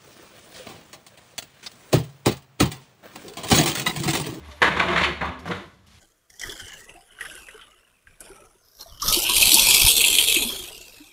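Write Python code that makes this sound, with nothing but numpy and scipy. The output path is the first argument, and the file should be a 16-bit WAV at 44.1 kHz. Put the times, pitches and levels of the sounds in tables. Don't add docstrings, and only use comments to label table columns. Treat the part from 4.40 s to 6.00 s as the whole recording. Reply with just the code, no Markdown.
import sys
import numpy as np
from scipy import signal
from scipy.fft import rfft, irfft, next_fast_len
from scipy.io import wavfile
from scipy.ndimage import map_coordinates

SR = 44100
rng = np.random.default_rng(int(sys.argv[2]) if len(sys.argv) > 2 else 0)


def volts(x):
    e = np.asarray(x, float) / 20
    return 10 ** e


def materialize(psi):
    bounded = np.clip(np.atleast_2d(psi).T, -1, 1)
    quanta = np.round(bounded * 32767).astype(np.int16)
    wavfile.write(sys.argv[1], SR, quanta)


N = 70560

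# start_s, peak_db, ring_pitch_hz, chatter_s, brightness_db_per_octave
KNOCKS = [
    (0.2186, -6, 1560, 0.0076, 0.5),
    (.227, -3.5, 1390, 0.0075, 0.5),
    (0.241, -14.5, 1200, 0.0155, 2),
    (0.8104, -20.5, 1900, 0.013, -1.5),
    (1.056, -29.5, 595, 0.012, -2.5),
]


def unit(x):
    return x / np.sqrt(np.mean(x ** 2) + 1e-20)


def along(points, hz):
    f, v = np.transpose(points)
    return np.interp(np.log(hz + 1), np.log(f + 1), v)


def curves(rows):
    s, *cols = np.transpose(rows)
    return [np.interp(np.arange(N) / SR, s, c) for c in cols]


def wobble(rate_hz):
    return map_coordinates(rng.standard_normal(400), [np.arange(N) * rate_hz / SR])


def filtered(x, response):
    m = next_fast_len(len(x) + 8192)
    return irfft(rfft(x, m) * response(np.fft.rfftfreq(m, 1 / SR)), m)[:len(x)]


def causal(gain):
    c = irfft(np.log(gain + 1e-6))
    c[1:len(c) // 2] *= 2
    c[len(c) // 2 + 1:] = 0
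    return np.exp(rfft(c))


def modes(table, f):
    total = 0
    for k, (centre, width, db) in enumerate(table):
        damping = 1j * f * width
        total = total + (-1) ** k * volts(db) * damping / (centre * centre - f * f + damping)
    return total


def wood(f):
    # pitch_hz, level_db
    broad = [(120, -7.5), (300, -5), (900, -2.5), (2300, -2.5), (3900, -15), (4900, -23.5), (7000, -24.5),
             (15500, -43)]
    # pitch_hz, width_hz, level_db
    legs = [(663, 49, 4), (867, 32, 1), (948, 86, 5), (1127, 52, 11.5), (1302, 40, 0), (1488, 34, 2),
            (1650, 48, 2.5), (1706, 32, 2.5), (2027, 73, 3), (2153, 24, 2.5), (2950, 240, -0.5),
            (3584, 180, 11), (4334, 160, 9)]
    return volts(along(broad, f)) * (1 + volts(-6) * np.abs(modes(legs, f)))


def slips(per_s, scatter_db):
    happens, draw, side = rng.random((3, N))
    size = volts(-scatter_db * np.log(draw + 0.039)) * np.sign(side - .5)
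    return unit((happens < per_s / SR) * size + 0.17 * rng.standard_normal(N))


def contact(peak_s, hz, length_s, tilt_db, ring_db):
    t = np.arange(8192) / SR
    rise_s, grit_s, grit_db = .0008, .0015, 2
    swell = (1 - np.exp(-t / rise_s)) * np.exp(-((t - peak_s) / length_s) ** 2)
    grit = np.interp(t / grit_s, np.arange(200), rng.standard_normal(200))
    chatter = np.pad(rng.standard_normal(len(t)) * swell * volts(grit_db * grit), (0, 8192))
    f = np.fft.rfftfreq(len(chatter), 1 / SR)
    tilt = volts(tilt_db * np.log2(np.clip(f, 200, 6000) / 1500))
    ring = 1 + volts(ring_db) * np.abs(modes([(hz, .45 * hz, 0)], f))
    blow = irfft(rfft(chatter) * causal(wood(f) * tilt * ring))[:len(t)]
    return volts(-6) * blow / np.sqrt(np.sum(blow ** 2) / (length_s * SR))


def knocks():
    out = np.zeros(N + 8192)
    for s, db, hz, length_s, tilt_db in KNOCKS:
        out[round(s * SR):][:8192] += volts(db) * contact(0, hz, length_s, tilt_db, ring_db=9)
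    return out[:N]


def skids():
    # peak_s, level_db, ring_pitch_hz, half_length_s, brightness_db_per_octave
    crossings = [(0.093, -35, 1040, 0.0067, -10), (0.119, -40.5, 590, 0.015, 11),
                 (0.282, -16.5, 1400, 0.007, -4), (0.323, -17.5, 2200, 0.0075, -0.5),
                 (0.372, -16.5, 1290, 0.0078, 2.5), (0.401, -7.5, 2360, .006, 1.1),
                 (0.41, -11.5, 1220, 0.0055, -1), (0.431, -13.5, 696, 0.0057, -1.5),
                 (0.488, -16, 2083, 0.009, 0), (0.537, -15.5, 1070, .01, -0.5),
                 (0.564, -10, 1850, 0.0053, 0.5), (0.582, -10, 1970, 0.0084, 2.5),
                 (0.616, -15.5, 2160, 0.0053, 1), (0.644, -11, 2270, .014, 3.5),
                 (0.829, -15, 850, 0.0067, -3.5), (.843, -21.5, 1130, 0.0066, -1),
                 (0.874, -25, 1110, 0.0058, -3), (0.919, -28, 880, .006, -2.5),
                 (0.857, -24.5, 1154, 0.013, 1.5), (0.886, -27.5, 1420, 0.014, 1.5),
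                 (1.081, -24, 1140, .007, -0.5), (1.106, -23, 808, 0.0062, -1.5),
                 (1.114, -22.5, 2120, 0.0042, 3), (1.121, -17.5, 1870, .006, -0.5),
                 (1.135, -28.5, 1480, 0.0074, -0.5), (0.508, -19, 1110, .008, -0.5),
                 (0.669, -21.5, 1110, .01, 1.5)]
    out = np.zeros(N + 8192)
    for s, db, hz, half_s, tilt_db in crossings:
        lead_s = 2 * half_s
        out[round((s - lead_s) * SR):][:8192] += volts(db) * contact(lead_s, hz, half_s, tilt_db, ring_db=7)
    return out[:N]


def seat():
    # pitch_hz, level_db, t60_s
    seat_modes = [(489.4, -8.5, 0.079), (666, -16.5, 0.11), (817, -7.5, 0.059), (1111, -7, .12),
                  (1315, -8, 0.063), (1462, -1, 0.089), (1609, 3.5, 0.087), (1748, -4, 0.14),
                  (1940, -5, 0.12), (2115, -7, 0.079)]
    crack_hz, crack_db, crack_t60_s = 4840, -30, 0.067
    out, t = np.zeros(N + 8192), np.arange(8192) / SR
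    for s, db, *_ in KNOCKS:
        ring = 0
        for hz, level_db, t60_s in seat_modes:
            spread_db = 2 * rng.standard_normal()
            ring = ring + volts(level_db + spread_db - 60 * t / t60_s) * np.sin(2 * np.pi * hz * t)
        crack = unit(filtered(rng.standard_normal(len(t)),
                              lambda f: f ** 2 / (f ** 2 + crack_hz ** 2) / (1 + (f / crack_hz) ** 2)))
        crack = volts(crack_db - 60 * t / crack_t60_s) * crack
        out[round(s * SR):][:len(t)] += volts(db) * (volts(-14.5) * ring + crack)
    return out[:N]


def scrape():
    # time_s, level_db
    drag = [(0, -51.5), (.1, -50), (.2, -54), (.222, -34.5), (.245, -20), (.285, -20.5), (.3, -30.5),
            (.35, -30.5), (.42, -23.5), (.47, -30), (.6, -23), (.68, -29), (.76, -39.5), (.85, -43),
            (.92, -43), (1.03, -51.5), (1.1, -41), (1.2, -40), (1.35, -70), (1.6, -68)]
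    pressure_db, = curves(drag)
    grains = unit(filtered(slips(per_s=2200, scatter_db=2.5), wood))
    return volts(pressure_db - 2 + 1.5 * wobble(45)) * grains


def judder():
    # time_s, rate_hz, level_db
    rocking = [(0, 75.7, -51.5), (.092, 72.4, -48.5), (.2, 72.9, -56), (.232, 69.5, -40.5), (.3, 71, -49),
               (.392, 75, -44), (.444, 75.6, -52.5), (.482, 74.2, -46), (.584, 74.4, -45.5),
               (.63, 73.5, -38), (.782, 72.9, -48.5), (.834, 73.9, -43), (.905, 86.6, -37.5),
               (.94, 80, -62.5), (1.01, 74, -49), (1.088, 91, -51), (1.154, 96.4, -43.5),
               (1.21, 88.8, -61.5), (1.6, 76, -72.5)]
    rate_hz, level_db = curves(rocking)
    turn = 2 * np.pi * np.cumsum(rate_hz * (1 + .07 * wobble(40))) / SR
    level = np.sqrt(2) * volts(level_db + 4.0 + 1.7 * wobble(60))
    return level * (np.sin(turn) + 0.043 * np.sin(2 * turn))


def moans():
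    # middle_s, half_length_s, first_pitch_hz, last_pitch_hz, level_db
    sung = [(0.134, 0.033, 602, 588, -53), (0.24, 0.022, 490, 482, -33), (0.285, 0.014, 183, 179, -32),
            (0.51, 0.033, 351, 358, -31), (0.58, .045, 175, 172, -32), (0.685, 0.038, 352, 357, -34),
            (.826, .014, 166, 164, -37), (.89, .028, 174, 183, -39), (.875, .018, 238, 244, -41),
            (0.92, 0.03, 252, 259, -42), (.99, 0.065, 263, 250, -47), (1.105, 0.027, 170, 174, -32),
            (1.185, 0.035, 178, 205, -41), (1.26, .03, 170, 160, -51), (1.03, .03, 166, 172, -48),
            (0.355, 0.03, 180, 186, -35), (.41, .025, 180, 186, -35), (.5, .02, 172, 174, -36),
            (.655, .015, 176, 174, -37), (.42, .015, 350, 360, -37), (.83, .018, 240, 236, -42),
            (1.504, 0.0577, 212, 216, -63), (0.042, 0.15, 290, 299, -60), (1.12, .05, 362, 358, -41),
            (1.23, .025, 352, 348, -48), (.826, .014, 485, 480, -39), (.826, .014, 560, 560, -40),
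            (1.11, .02, 490, 485, -42), (.43, .03, 680, 660, -35)]
    out, t = np.zeros(N), np.arange(N) / SR
    for s, half_s, first_hz, last_hz, db in sung:
        pitch_hz = np.interp(t, [s - half_s, s + half_s], [first_hz, last_hz])
        turn = 2 * np.pi * np.cumsum(pitch_hz * (1 + .005 * wobble(40))) / SR
        swell = np.exp(-((t - s) / half_s) ** 2)
        out += np.sqrt(2) * volts(db + 1.5 * wobble(50)) * swell * np.sin(turn)
    return out


def hum():
    # time_s, level_db
    load = [(0.0, -44.5), (0.186, -83), (0.23, -33), (.45, -28.5), (.72, -32), (.79, -54), (.83, -34),
            (.92, -41), (.95, -52), (1.04, -44.5), (1.108, -26), (1.2, -40.5), (1.376, -67.5), (1.6, -64.5)]
    # pitch_hz, width_hz, level_db
    frame_modes = [(168.8, 33, 0.5), (197, 35.4, 0.5), (243.2, 11, -2.5), (364.5, 65, -5), (483, 23, -6.5),
                   (573, 48, -8.5)]
    load_db, = curves(load)

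    def body(f):
        boom = f ** 3 * 120 / (90 ** 2 + f * f) ** 2 / (1 + (f / 500) ** 2)
        return modes(frame_modes, f) + 0.26 * boom

    return volts(load_db - 4.0) * unit(filtered(slips(per_s=600, scatter_db=2.3), body))


def bristles():
    # start_s, swell_s, fade_s, level_db
    strokes = [
        (-.05, 0.056, 0.3, -60.5),
        (.045, 0.042, 0.27, -60.5),
        (.988, 0.0073, 0.029, -51.5),
        (1.052, 0.01, 0.15, -49.5),
        (1.461, 0.015, 0.069, -59),
        (1.5, 0.06, .08, -56.5),
    ]
    # pitch_hz, level_db_per_hz
    colour = [(240, -65), (400, -16), (1120, -3.5), (1240, -2.5), (1510, -5), (1690, -4.5), (3570, -1.5),
              (11200, -13), (15500, -17)]
    t, shape = np.arange(N) / SR, np.zeros(N)
    for s, swell_s, fade_s, db in strokes:
        swell = np.clip((t - s) / swell_s, 0, 1) ** 0.58
        shape += volts(db) * swell * np.exp(-np.clip((t - s - swell_s) / fade_s, 0, 9))
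    hiss = unit(filtered(slips(per_s=5000, scatter_db=0.81), lambda f: volts(along(colour, f))))
    return shape * volts(wobble(60)) * hiss


def ticks():
    # start_s, level_db, ring_pitch_hz, ring_over_rattle_db
    taps = [
        (0.855, -53, 6350, 3),
        (.99, -65, 4600, 11),
        (0.999, -59, 6600, -1),
        (1.004, -74, 5390, 19),
        (1.025, -64, 5430, 3),
        (1.08, -52.5, 5600, -8.5),
        (1.467, -58, 2950, 2.5),
    ]
    ring_t60_s, rattle_t60_s = 0.076, 0.057
    out, t = np.zeros(N + 4096), np.arange(4096) / SR
    for s, db, hz, ring_db in taps:
        drift, noise = rng.standard_normal((2, 4097))
        ring = np.sin(2 * np.pi * hz * t + 0.061 * np.cumsum(drift[1:]))
        ring = volts(ring_db - 60 * t / ring_t60_s) * ring
        rattle = volts(-60 * t / rattle_t60_s) * np.diff(noise)
        out[round(s * SR):][:4096] += volts(db) * (ring + rattle)
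    return out[:N]


def whistles():
    # start_s, end_s, pitch_hz, width_hz, level_db
    bands = [
        (.045, .23, 9800, 894, -70),
        (0.043, 0.225, 11500, 1000, -69),
        (1.081, 1.095, 5400, 900, -49),
        (1.081, 1.095, 4100, 500, -48),
    ]
    out, t = np.zeros(N), np.arange(N) / SR
    for s, end, hz, width, db in bands:
        gate = np.clip(np.minimum(t - s, end - t) / .006, 0, 1)
        hiss = unit(filtered(rng.standard_normal(N), lambda f: modes([(hz, width, 0)], f) ** 2))
        out += volts(db + 3.04 * wobble(67)) * gate * hiss
    return out


def room(x):
    # pitch_hz, t60_s
    decay = [(100, 1), (400, 0.59), (1500, 0.45), (4000, 0.47), (8000, 0.37), (14000, 0.48)]
    step, wall = round(.1 * SR), round(.004 * SR)
    out = np.zeros(N + 2 * SR)
    for at in range(0, N, step):
        hz, t, z = signal.stft(rng.standard_normal(SR // 2 + 4096), SR, nperseg=256)
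        fading = z / (np.abs(z) + 1e-9) * volts(-60 * t / along(decay, hz)[:, None])
        tail = signal.istft(fading, SR, nperseg=256)[1]
        piece = signal.fftconvolve(x[at:at + step], tail / np.linalg.norm(tail))
        out[at + wall:][:len(piece)] += piece
    return out[:N]


def still_air():
    # pitch_hz, level_db_per_hz
    colour = [(25, -36.5), (60, 6.5), (200, -9), (430, -24.5), (1200, -24), (2300, -36), (6000, -42),
              (15500, -36.5)]
    return volts(-58) * unit(filtered(rng.standard_normal(N), lambda f: volts(along(colour, f))))


def scene():
    hits = knocks() + skids() + seat()
    rub = scrape() + hum() + bristles() + ticks() + whistles()
    answer = volts(-4.5) * room(hits + volts(-8.5) * rub)
    return (hits + rub + judder() + moans() + answer + still_air())[None]


def low_pass(x):
    return signal.sosfilt(signal.butter(12, 15710, fs=SR, output="sos"), x)


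def record(dry):
    # pitch_hz, level_db
    mic = [(22, -29.5), (55, 0), (7100, 0), (8000, -4), (9500, -0.5), (11800, -4), (12800, -4.5),
           (15600, -11)]
    ceiling, knee, top_hz = .9, 4, 15720
    held = dry[0] / (1 + np.abs(dry[0] / ceiling) ** knee) ** (1 / knee)
    heard = filtered(held, lambda f: (f < top_hz) * volts(along(mic, f)))
    return low_pass(heard[None])


dry = scene()
out = record(dry)
materialize(out)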